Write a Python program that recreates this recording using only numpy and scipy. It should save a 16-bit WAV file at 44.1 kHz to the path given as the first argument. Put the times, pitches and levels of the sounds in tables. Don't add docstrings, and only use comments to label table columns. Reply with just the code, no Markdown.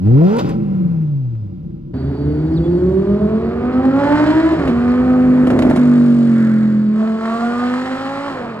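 import sys
import numpy as np
from scipy import signal
from scipy.fft import rfft, irfft
from scipy.io import wavfile

SR = 44100
rng = np.random.default_rng(int(sys.argv[2]) if len(sys.argv) > 2 else 0)


def inscribe(sig):
    pcm = np.round(np.clip(np.atleast_2d(sig).T, -1, 1) * 32767)
    wavfile.write(sys.argv[1], SR, pcm.astype(np.int16))


N = 379260
TIME = np.arange(N) / SR
HZ = np.fft.rfftfreq(N, 1 / SR)

# Hz, seconds to fall 60 dB.
STREET_RING = [(100, 1), (1000, 0.13), (4000, 0.16), (12000, 0.11)]
UNDERPASS_RING = [(100, 2.8), (500, 0.92), (2000, 0.12), (10000, 0.24)]
NEAR_RING = [(100, .2), (1000, .25), (10000, .15)]
# Hz, side level in dB.
CABIN_SIDE = [(60, -15.5), (110, -7.5), (200, -11.5), (370, 0.5), (670, 2.5), (1220, 5), (2230, -4.5),
              (4070, -1.5), (7440, 4), (13600, -11.5)]
STREET_SIDE = [(60, -37.5), (110, -21), (200, -16.5), (370, -8), (670, -4.5), (1220, -11), (2230, 2.5),
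               (4070, 3.5), (7440, -2), (13600, -2.5)]
# Hz, relative dB.
FAR_HISS = [(1500, 2), (2700, 12), (4800, 11), (6500, -26.5), (9000, -12.5), (14000, -42.5)]
# time in seconds, relative dB.
TRAFFIC_LEVEL = [(1.95, -18), (2.7, -17), (3.5, -23.5), (4.2, -26), (4.8, -20.5), (6, -31.5), (8.6, -67)]
# start, end, attack and release in seconds.
BRAKE_SQUEAL = [(1.9, 2.72, .033, .11)]
# time in seconds, pitch in Hz, level in dB.
BIRD_NOTES = [
    [(2.535, 5050, -60), (2.55, 4950, -57), (2.565, 4350, -51.5), (2.58, 3600, -46.5), (2.597, 2950, -67)],
    [(2.622, 3250, -80.5), (2.642, 3380, -52.5), (2.662, 3430, -53.5), (2.685, 3400, -60)],
    [(4.888, 6070, -60.5), (4.905, 4550, -51), (4.925, 3770, -59)],
]

# time in seconds, firings per second of one five-cylinder bank.
PARKED_RATE = [(0, 85), (.15, 130), (.38, 243), (.45, 240), (.62, 207), (1.05, 153.5), (1.3, 120),
               (1.6, 85), (1.91, 67)]
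DRIVING_RATE = [(1.95, 132), (2.35, 150.5), (2.8, 179.5), (3.3, 217), (3.5, 232), (3.8, 260), (3.92, 269),
                (4, 281), (4.52, 334.5), (4.72, 236), (5.05, 253), (5.6, 251.5), (6.2, 236), (6.55, 218),
                (6.87, 211.8), (7.09, 221.5), (7.17, 220.5), (7.3, 227), (7.76, 252), (8.27, 284),
                (8.4, 244), (8.6, 212)]
CYLINDER_DB = [0, -4, -2, -5, -3]
# multiple of the engine cycle rate, dB under load, dB coasting.
LOPE_ORDERS = [(2, 2.5, -22), (3, 0, 1.5), (4, -1, -6), (6, -9, -5), (7, -6, -6), (8, -1, -9), (9, 0, -15),
               (11, -5, -23), (12, -5, -13), (13, -7, -18), (14, -4, -23), (17, -9, -30), (18, -8, -32),
               (19, -6, -34), (21, -5, -38), (22, -5, -34), (23, -6, -36), (24, -7, -38), (26, -6, -36),
               (27, -7, -36), (29, -8, -34)]
# start, end, attack and release in seconds.
BLIP = [(-0.073, 0.386, 0.14, 0.044)]
BARK = [(.232, .39, .012, .03)]
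BLIP_OVERRUN = [(.38, .505, 0.012, 0.072)]
SPUTTER = [(.38, .9, 0.089, 0.29)]
IDLE = [(1.35, 2, 0.29, 0.081)]
PULLS = [(1.8, 4.53, 0.2, 0.067), (4.7, 5.0, 0.036, 0.47), (6.88, 8.24, 0.12, 0.33)]
STREET_OVERRUNS = [(4.52, 4.7, 0.076, 0.039), (5.36, 5.77, 0.21, 0.066), (8.26, 8.4, 0.076, 0.36)]
SPARK_CUT = [(4.535, 4.6, .008, .07)]
# start in seconds, thump in dB, crack in dB,
# crack decay in seconds, fizz in dB.
CABIN_POPS = [(.366, -24, -37, .008, -41), (.384, -22, -34, .012, -38), (.446, -4.5, -55, .0073, -62),
              (.489, -18.5, -39, .017, -40), (.563, -17, -61, .0095, -68), (.745, -15.5, -55.5, .014, -64),
              (.9, -32, -57.5, .0064, -70), (1.012, -24, -59, .016, -68), (1.351, -42, -53, .005, -72),
              (1.648, -32, -64, .0043, -76), (1.708, -36, -62, .004, -80)]
STREET_POPS = [(4.522, -13, -32, .008, -50), (4.535, -11, -31, .0044, -52), (4.597, -29, -32, .002, -54),
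               (4.651, -15, -38, .007, -54), (4.674, -10, -26, .017, -46), (4.695, -11, -30.5, .011, -52),
               (5.47, -9, -24, .0076, -39), (5.502, -3.5, -22, .009, -41), (5.533, -13, -33, .0015, -54),
               (5.562, -13, -38.5, .0029, -52), (5.59, -7, -16, .0038, -36.5),
               (5.621, -5, -18.5, .007, -40), (5.651, -5, -31, .004, -48), (5.668, -7, -36, .005, -50),
               (5.697, -10, -26, .011, -39), (5.711, -2.5, -23, .004, -52), (5.76, -4.5, -24, .012, -36),
               (5.774, -11, -32, .004, -52), (8.305, -14.5, -40, .01, -62)]
# firing harmonic, relative dB.
CABIN_HARMONICS = [(4, 8), (5, -4), (6, -2), (7, -6)]
STREET_HARMONICS = [(3, 0.5), (4, -7.5), (5, -2), (6, -3), (7, -4)]

# Hz, relative dB.
CABIN_BOOM = [(70, -35), (88, -21.5), (104, -7), (125, -2.5), (180, 0.5), (205, -3.5), (240, -7),
              (275, -2.5), (325, -5.5), (400, -10.5), (490, -8.5), (700, -34.5)]
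CABIN_HOWL = [(400, 1), (570, -1), (680, -0.5), (800, -10.5), (880, -16.5), (985, 2), (1100, -20.5),
              (1340, -3), (1600, -8.5), (2600, -34)]
CABIN_RASP = [(250, -32.5), (420, 23), (500, 16.5), (570, 17.5), (660, 4), (800, 13), (880, -4), (985, 9),
              (1120, 2.5), (1340, 4.5), (1750, -7.5), (2150, -3), (2350, -6), (2650, -4.5), (3500, -29),
              (6000, -32)]
CABIN_HISS = [(1500, -23), (2700, 0), (3700, -2), (4100, -4), (4430, -6), (4650, -4.5), (4900, -2),
              (5600, -12), (7000, -12.5), (9000, -39.5), (13500, -20)]
CABIN_BURBLE = [(20, -32), (33, 2), (55, -7.5), (90, -6), (150, 12), (230, 2), (285, -4.5), (335, 5.5),
                (385, -23.5), (480, -16), (530, -31), (575, -19), (680, -42), (2000, -67.5)]
# Hz, relative dB.
TYRE_TONE = [(400, -19.5), (900, -11.5), (1400, 10.5), (1800, 5.5), (2200, -1), (2700, -32.5), (5000, -35)]
PIPE_RESONANCES = [(60, -12), (110, -5), (170, -1), (250, 0.5), (310, -4), (365, 8), (410, -1.5),
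                   (460, -17.5), (520, -8.5), (570, -7), (700, -9), (1000, -7), (1500, -10)]
GRIT_TONE = [(400, -10), (900, 0), (1300, 0), (1900, 0), (2300, -12), (2800, -14), (3600, -17), (5000, -20),
             (6000, -30), (7500, -26), (12000, -52)]
STREET_RASP = [(300, -11), (560, 9), (800, 3), (1200, 7), (1600, -1), (2000, -9.5), (2400, -9.5),
               (3300, -24), (6000, -54)]
STREET_HISS = [(1500, -10), (2700, 1), (4500, -0.5), (6000, -8), (7200, -4), (8500, -6), (10000, -20),
               (13000, -20), (14000, -36)]
STREET_BURBLE = [(15, -39.5), (28, -30), (42, -5), (70, -8.5), (130, -3), (220, -5), (300, -1), (360, 2.5),
                 (450, -9.5), (560, -6.5), (680, -12), (1000, -20), (2000, -73)]
# time in seconds, base level in dB.
TYRE_LEVEL = [(4.5, -51), (5.7, -37), (6.2, -46.5), (6.4, -36.5), (6.6, -39.5), (6.8, -47), (7.3, -60)]
TICKING_LEVEL = [(5.3, -75), (5.8, -53), (6, -56), (6.4, -56), (6.7, -62), (6.95, -68)]
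NOTE_LEVEL = [(1.95, -24), (2.75, -18), (3.35, -13), (3.55, -21), (3.9, -12), (4.1, -15.5), (4.35, -12.5),
              (4.6, -9.5), (4.95, -11), (5.35, -7), (5.65, -7), (5.98, -6), (6.55, -9), (7.05, -11),
              (7.3, -19), (7.65, -14), (8.1, -26.5), (8.6, -26)]
SECOND_HARMONIC_LEVEL = [(1.95, -24.5), (2.3, -21.5), (2.8, -11.5), (3.05, -19), (3.5, -27), (3.75, -27),
                         (4.03, -16), (4.3, -26), (4.52, -24.5), (4.8, -28.5), (4.97, -22.5), (5.4, -25.5),
                         (5.9, -30), (6.8, -41.5), (7.02, -27.5), (7.6, -29), (8.2, -28), (8.6, -36)]
HOWL_LEVEL = [(1.95, -33.5), (2.25, -30.5), (2.55, -36), (3.15, -29), (3.45, -36.5), (3.92, -25),
              (4.1, -21.5), (4.45, -31), (4.65, -37), (5.05, -30.5), (5.5, -44.5), (6.86, -48.5),
              (7.03, -29.5), (7.15, -30.5), (7.3, -22), (7.6, -27.5), (8.25, -35.5), (8.42, -35.5),
              (8.6, -41)]
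RASP_LEVEL = [(1.95, -49.5), (2.85, -46.5), (3.75, -34), (3.95, -35), (4.03, -28.5), (4.25, -28),
              (4.55, -33), (4.95, -32.5), (5.45, -35), (5.85, -35), (6.15, -42.5), (6.45, -42), (6.88, -49),
              (7.02, -36.5), (7.17, -43.5), (7.28, -34.5), (8.35, -33), (8.6, -37.5)]
GRIT_LEVEL = [(1.95, -66), (3.4, -54), (3.9, -46), (4.03, -37), (4.28, -34), (4.55, -40.5), (5.05, -46),
              (5.4, -55), (6.93, -64), (6.99, -46), (7.16, -47), (7.25, -42), (7.8, -37.5), (8.3, -40),
              (8.6, -54)]
HISS_LEVEL = [(1.95, -72), (2.8, -62), (3.6, -68), (3.9, -66), (4.05, -56), (4.25, -53), (4.55, -58),
              (5, -60), (5.4, -57), (5.8, -55), (6.4, -56), (6.92, -66), (7, -56), (7.17, -58),
              (7.3, -50.5), (7.9, -51), (8.33, -54.5), (8.6, -68)]
# time in seconds, base levels of lope and gas burble in dB.
LOW_END_LEVELS = [(1.95, -25, -33), (2.7, -21.5, -31), (3.3, -23, -32), (4.15, -20, -32), (4.6, -24, -34),
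                  (4.95, -23, -35), (5.35, -22, -29), (5.65, -27, -30), (5.87, -19, -39), (6.4, -21, -38),
                  (6.8, -25, -41), (7.05, -35.5, -46), (7.6, -33, -43), (8.3, -33, -44), (8.6, -38, -51)]
# seconds, centre in Hz, lift in dB.
HOWL_PEAK = [(6.7, 1210, 7.5), (7, 1205, 9), (7.3, 1300, 11), (7.6, 1310, 13), (7.8, 1160, 10.5),
             (8, 1150, 12), (8.26, 1180, 20), (8.45, 1020, 11)]
LOW_BAND, MID_BAND, HIGH_BAND = (20, 2000), (900, 2200), (3000, 9000)


def amp(db):
    return 10 ** (np.asarray(db) / 20)


def unit(x):
    return x / np.sqrt(np.mean(x ** 2) + 1e-20)


def curves(rows):
    s, *columns = np.transpose(rows)
    return [np.interp(TIME, s, c) for c in columns]


def gates(rows):
    return sum(np.clip((TIME - start) / attack, 0, 1) * np.clip(1 - (TIME - end) / release, 0, 1)
               for start, end, attack, release in rows)


def read(points, hz):
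    f, value = np.transpose(points)
    return np.interp(np.log(hz + 1), np.log(f + 1), value)


def colour(x, spectrum, band):
    gain = amp(read(spectrum, HZ))
    inside = (HZ >= band[0]) & (HZ <= band[1])
    return irfft(rfft(x) * gain / np.sqrt(np.mean(gain ** 2 * inside)), N)


def waver(hz, size=8192):
    slow = irfft(rfft(rng.standard_normal(size)) / (1 + (HZ[:size // 2 + 1] / hz) ** 4))
    return np.interp(TIME, np.linspace(0, N / SR, size), unit(slow))


def tone(hz, tremble_hz):
    return np.sqrt(2) * np.sin(2 * np.pi * np.cumsum(hz + tremble_hz * waver(53)) / SR)


def room(x, ring, size=65536):
    taps = rng.choice([-1., 1.], size) * (rng.random(size) < 2000 / SR) * (np.arange(size) > 100)
    hz, t, bands = signal.stft(taps, SR, nperseg=256)
    tail = signal.istft(bands * amp(-60 * t / read(ring, hz)[:, None]), SR, nperseg=256)[1]
    low_power = np.mean(abs(rfft(tail)[:size // 32]) ** 2)
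    return signal.fftconvolve(x, tail / np.sqrt(low_power))[:N]


def microphones(x, width, lead_rad):
    diffuse = .4 * read([(100, .25), (1000, .6), (4000, .73)], HZ)
    direct = rfft(x) * np.exp(1j * lead_rad) * np.sqrt(1 - diffuse)
    reflected = np.sqrt(diffuse) * rfft(room(x, NEAR_RING))
    side = irfft((direct + reflected) * amp(read(width, HZ)), N)
    return np.array([x + side, x - side])


def traffic(hz=74, throb_hz=6.5):
    phase = 2 * np.pi * hz * TIME + .66 * waver(13)
    throb = 1 + .56 * np.cos(2 * np.pi * throb_hz * TIME + 2 * waver(2)) + .13 * waver(25)
    drone = (np.cos(phase) + .74 * np.cos(2 * phase + waver(25))) * throb
    return amp(curves(TRAFFIC_LEVEL)[0] - 7) * unit(drone)


def far_hiss():
    return amp(-61.5) * colour(rng.standard_normal(N), FAR_HISS, HIGH_BAND)


def brake():
    return amp(-62.5) * (1 + .42 * waver(16)) * gates(BRAKE_SQUEAL) * tone(hz=4560, tremble_hz=14)


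def bird(note):
    hz, db = curves(note)
    return amp(db) * (TIME > note[0][0]) * (TIME < note[-1][0]) * tone(hz, tremble_hz=45)


def tyres():
    return amp(curves(TYRE_LEVEL)[0]) * colour(rng.standard_normal(N), TYRE_TONE, MID_BAND)


def puffs(turns, depth):
    return unit(rng.standard_normal(N) * np.exp(depth * np.cos(2 * np.pi * turns)))


def sizzle(turns):
    nearness = np.exp(-((TIME - 6.1) / .042) ** 2)
    highpass = signal.butter(2, 7000, "high", fs=SR, output="sos")
    return amp(-63.5) * nearness * unit(signal.sosfilt(highpass, puffs(turns, depth=.5)))


def ticking(turns):
    return amp(curves(TICKING_LEVEL)[0]) * colour(puffs(turns / 5, depth=1.3), STREET_HISS, HIGH_BAND)


def grit(turns, ring_s, scatter_db, size=2048):
    firings = np.flatnonzero(np.diff(np.floor(turns)) > 0)
    cylinder = np.floor(turns[firings + 1]) % len(CYLINDER_DB)
    decay, sound = np.exp(-np.arange(size) / SR / ring_s), np.zeros(N)
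    chance = amp(scatter_db * rng.standard_normal(N)[:len(firings)])
    for k, db in enumerate(CYLINDER_DB):
        blows = np.zeros(N)
        blows[firings] = amp(db) * chance * (cylinder == k)
        sound += signal.oaconvolve(blows, unit(rng.standard_normal(size) * decay))[:N]
    return unit(sound)


def blowdown(turns, rate, unequal, scatter):
    firings = np.flatnonzero(np.diff(np.floor(turns)) > 0)
    cylinder = np.floor(turns[firings + 1]) % 5
    strength = 1 + unequal * np.cos(np.pi * cylinder * 6 / 5)
    strength *= 1 + scatter * rng.standard_normal(len(firings))
    pulses = np.zeros(N)
    pulses[firings] = unit(strength) * np.sqrt(SR / rate[firings])
    return pulses


def pops(rows, pipe_hz, pipe_decay_s, crack_hz, fizz_decay_s, lowest_hz):
    t, out = np.arange(SR // 8) / SR, np.zeros(N)
    crack_band = signal.butter(2, [crack_hz / 4, crack_hz], "band", fs=SR)
    fizz_band = signal.butter(3, 9500, fs=SR)
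    front = .29 * np.sin(2 * np.pi * .63 * crack_hz * t) * np.exp(-t * crack_hz * 1.3)
    for start, thump_db, crack_db, crack_s, fizz_db in rows:
        pipe = sum(np.sin(2 * np.pi * k * pipe_hz * rng.uniform(.91, 1) * t) / k for k in (1, 2))
        gas = rng.standard_normal(len(t))
        flare = 1 - np.exp(-t / (.07 * crack_s))
        crack = 1.02 * flare * unit(signal.lfilter(*crack_band, gas)) * np.exp(-t / crack_s)
        thump = amp(thump_db) * pipe * flare * np.exp(-t / pipe_decay_s)
        fizz = amp(fizz_db) * flare * signal.lfilter(*fizz_band, gas) * np.exp(-t / fizz_decay_s)
        slot = out[round(start * SR):][:len(t)]
        slot += (thump + fizz + amp(crack_db) * (front + crack))[:len(slot)]
    return signal.sosfilt(signal.butter(3, lowest_hz, "high", fs=SR, output="sos"), out)


def lope(turns, load, jitter, order_db):
    cycle, slip = 2 * np.pi * turns / 5, jitter * waver(18)
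    sound, power = np.zeros(N), np.zeros(N)
    for k, pulling_db, coasting_db in LOPE_ORDERS:
        gain = amp(load * pulling_db + (1 - load) * coasting_db)
        smear = np.pi * (max(k - 6, 0) / 4) ** 2
        drift = load * (2 * np.pi * rng.random() + .5 * waver(7))
        sound += gain * amp(order_db(k)) * np.cos(k * cycle - smear + slip * np.sqrt(k) + drift)
        power += gain ** 2 / 2
    return sound / np.sqrt(power)


def howl(turns, harmonic_db, flutter, jitter, lowest):
    phase, sound = 2 * np.pi * turns + jitter * waver(39), np.zeros(N)
    for k in range(lowest, 8):
        gain = amp(harmonic_db(k) + 2 * waver(6)) * (1 + flutter * waver(30))
        sound += gain * np.cos(k * phase + 2 * np.pi * rng.random() + .5 * waver(9))
    return sound


def firing_note(turns, levels_db, flutter, jitter):
    phase, sound = 2 * np.pi * turns + jitter * waver(45), np.zeros(N)
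    for k, db in enumerate(levels_db, 1):
        gain = amp(db) * (1 + flutter * np.sqrt(k) * waver(47))
        sound += gain * np.cos(k * phase + (k - 1) ** 2 * np.pi / 2)
    return sound


def far_echo(turns, first_db, second_db, firings_per_beat=24.9, cancel_s=3.181):
    beats = (turns - np.interp(cancel_s, TIME, turns)) / firings_per_beat
    depth = .68 * np.clip((4.6 - TIME) / .07 + 1, .15, 1)
    return -depth * firing_note(turns - beats, [first_db, second_db - 5], flutter=.2, jitter=.2)


def exhaust(turns, rate):
    load, overrun, cut_db = gates(PULLS), gates(STREET_OVERRUNS), -8 * gates(SPARK_CUT)
    first_db = curves(NOTE_LEVEL)[0] - 3 * overrun + cut_db
    second_db = curves(SECOND_HARMONIC_LEVEL)[0] + cut_db
    howl_db = curves(HOWL_LEVEL)[0] + cut_db
    rasp_db, = curves(RASP_LEVEL)
    lope_db, burble_db = curves(LOW_END_LEVELS)
    peak_hz, peak_db = curves(HOWL_PEAK)
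    db_per_octave = -16 - np.interp(TIME, [3, 4.8], [7, 0])
    bright_db = .67 * rasp_db - 5 - lope_db

    def harmonic_db(k):
        lift_db = peak_db * np.exp(-((k * rate - peak_hz) / 220) ** 2)
        return howl_db + read(STREET_HARMONICS, k) + db_per_octave * np.log2(k / 3) + lift_db

    def order_db(k):
        return load * (read(PIPE_RESONANCES, k * rate / 5) + np.clip((k - 9) / 8, 0, 1) * bright_db)

    ragged, jitter = .03 + .04 * load + .35 * overrun, .09 + .35 * overrun
    sound = firing_note(turns, [first_db, second_db], flutter=ragged, jitter=ragged)
    sound += far_echo(turns, first_db, second_db)
    sound += howl(turns, harmonic_db, flutter=.33, jitter=jitter, lowest=3)
    sound += amp(lope_db) * lope(turns, load, jitter, order_db)
    pulsed = .07 + .16 * load
    gas = np.sqrt(pulsed) * blowdown(turns, rate, unequal=.6, scatter=.27)
    gas += np.sqrt(1 - pulsed) * puffs(turns, depth=.6)
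    sound += amp(rasp_db - 2 * load) * colour(gas, STREET_RASP, MID_BAND)
    rattle = grit(turns, ring_s=.007, scatter_db=2.8)
    sound += amp(curves(GRIT_LEVEL)[0]) * colour(rattle, GRIT_TONE, band=(1500, 5000))
    sound += amp(curves(HISS_LEVEL)[0]) * colour(puffs(turns, depth=.23), STREET_HISS, HIGH_BAND)
    return sound + amp(burble_db + 12 * overrun) * colour(puffs(turns, depth=.3), STREET_BURBLE, LOW_BAND)


def driving_car():
    rate, = curves(DRIVING_RATE)
    turns = np.cumsum(rate) / SR
    car = exhaust(turns, rate) + ticking(turns)
    car += pops(STREET_POPS, pipe_hz=318, pipe_decay_s=.0046, crack_hz=1740,
                fizz_decay_s=.014, lowest_hz=100)
    car += tyres() + sizzle(turns)
    far = np.interp(TIME, [4.5, 5.4], [1, .15])
    under = np.interp(TIME, [6.7, 7.3], [0, 1])
    return car + amp(-12) * room(car * far, STREET_RING) + amp(-12.5) * room(car * under, UNDERPASS_RING)


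def parked_car():
    rate, = curves(PARKED_RATE)
    load, overrun, sputter, idle = gates(BLIP), gates(BLIP_OVERRUN), gates(SPUTTER), gates(IDLE)
    turns = np.cumsum(rate) / SR
    revs = np.log2(rate / PARKED_RATE[2][1])
    note_db = -13.5 + (4 - 7 * revs) * load - 9 * overrun
    db_per_octave = -19 + (18.7 + 7 * revs) * load
    boom_db = [note_db + read(CABIN_BOOM, k * rate) + db_per_octave * np.log2(k) for k in (1, 2, 3)]
    howl_db = -65.5 + 31.5 * load + 4 * revs
    lope_db = -39 + 9.1 * revs + 9.5 * sputter + 15 * idle + 5.7 * overrun
    rasp_db = -57.5 + 7.1 * revs + 16.6 * load + 6.6 * sputter + 9.6 * overrun
    hiss_db = -64.5 + (7 + load) * revs + 12 * load + 4.9 * gates(BARK) + 14.8 * overrun
    burble_db = -31.5 + 6.9 * revs + 7 * load + 10.5 * sputter + 12 * idle + 3.6 * overrun
    pulsed = .11 + .65 * load
    gas = np.sqrt(pulsed) * grit(turns, ring_s=.003, scatter_db=2)
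    gas += np.sqrt(1 - pulsed) * puffs(turns, depth=.1)
    car = firing_note(turns, boom_db, flutter=.08, jitter=.05)
    car += amp(howl_db) * howl(turns, lambda k: read(CABIN_HOWL, k * rate) + read(CABIN_HARMONICS, k),
                               flutter=.45, jitter=.1, lowest=4)
    car += amp(lope_db) * lope(turns, load, .33 * load, lambda k: load * read(CABIN_BOOM, k * rate / 5))
    car += amp(rasp_db) * colour(gas, CABIN_RASP, MID_BAND)
    car += amp(hiss_db) * colour(puffs(turns, depth=.068), CABIN_HISS, HIGH_BAND)
    car += amp(burble_db) * colour(puffs(turns, depth=.34), CABIN_BURBLE, LOW_BAND)
    return car + pops(CABIN_POPS, pipe_hz=156, pipe_decay_s=.0074, crack_hz=2220,
                      fizz_decay_s=.0096, lowest_hz=131)


def scene(cut_s=1.935):
    seat = microphones(parked_car(), CABIN_SIDE, lead_rad=-1.56)
    street = traffic() + driving_car() + far_hiss() + brake() + sum(bird(note) for note in BIRD_NOTES)
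    kerb = microphones(street, STREET_SIDE, lead_rad=1.83)
    outside = np.clip((TIME - cut_s) / .006, 0, 1)
    return seat * (1 - outside) + kerb * outside


def record(dry):
    rounded = dry / (1 + abs(dry / .97) ** 8) ** (1 / 8)
    lowpass = signal.firwin(511, 14200, window=("kaiser", 9), fs=SR)
    return signal.oaconvolve(rounded, lowpass[None], "same")


dry = scene()
out = record(dry)
inscribe(out)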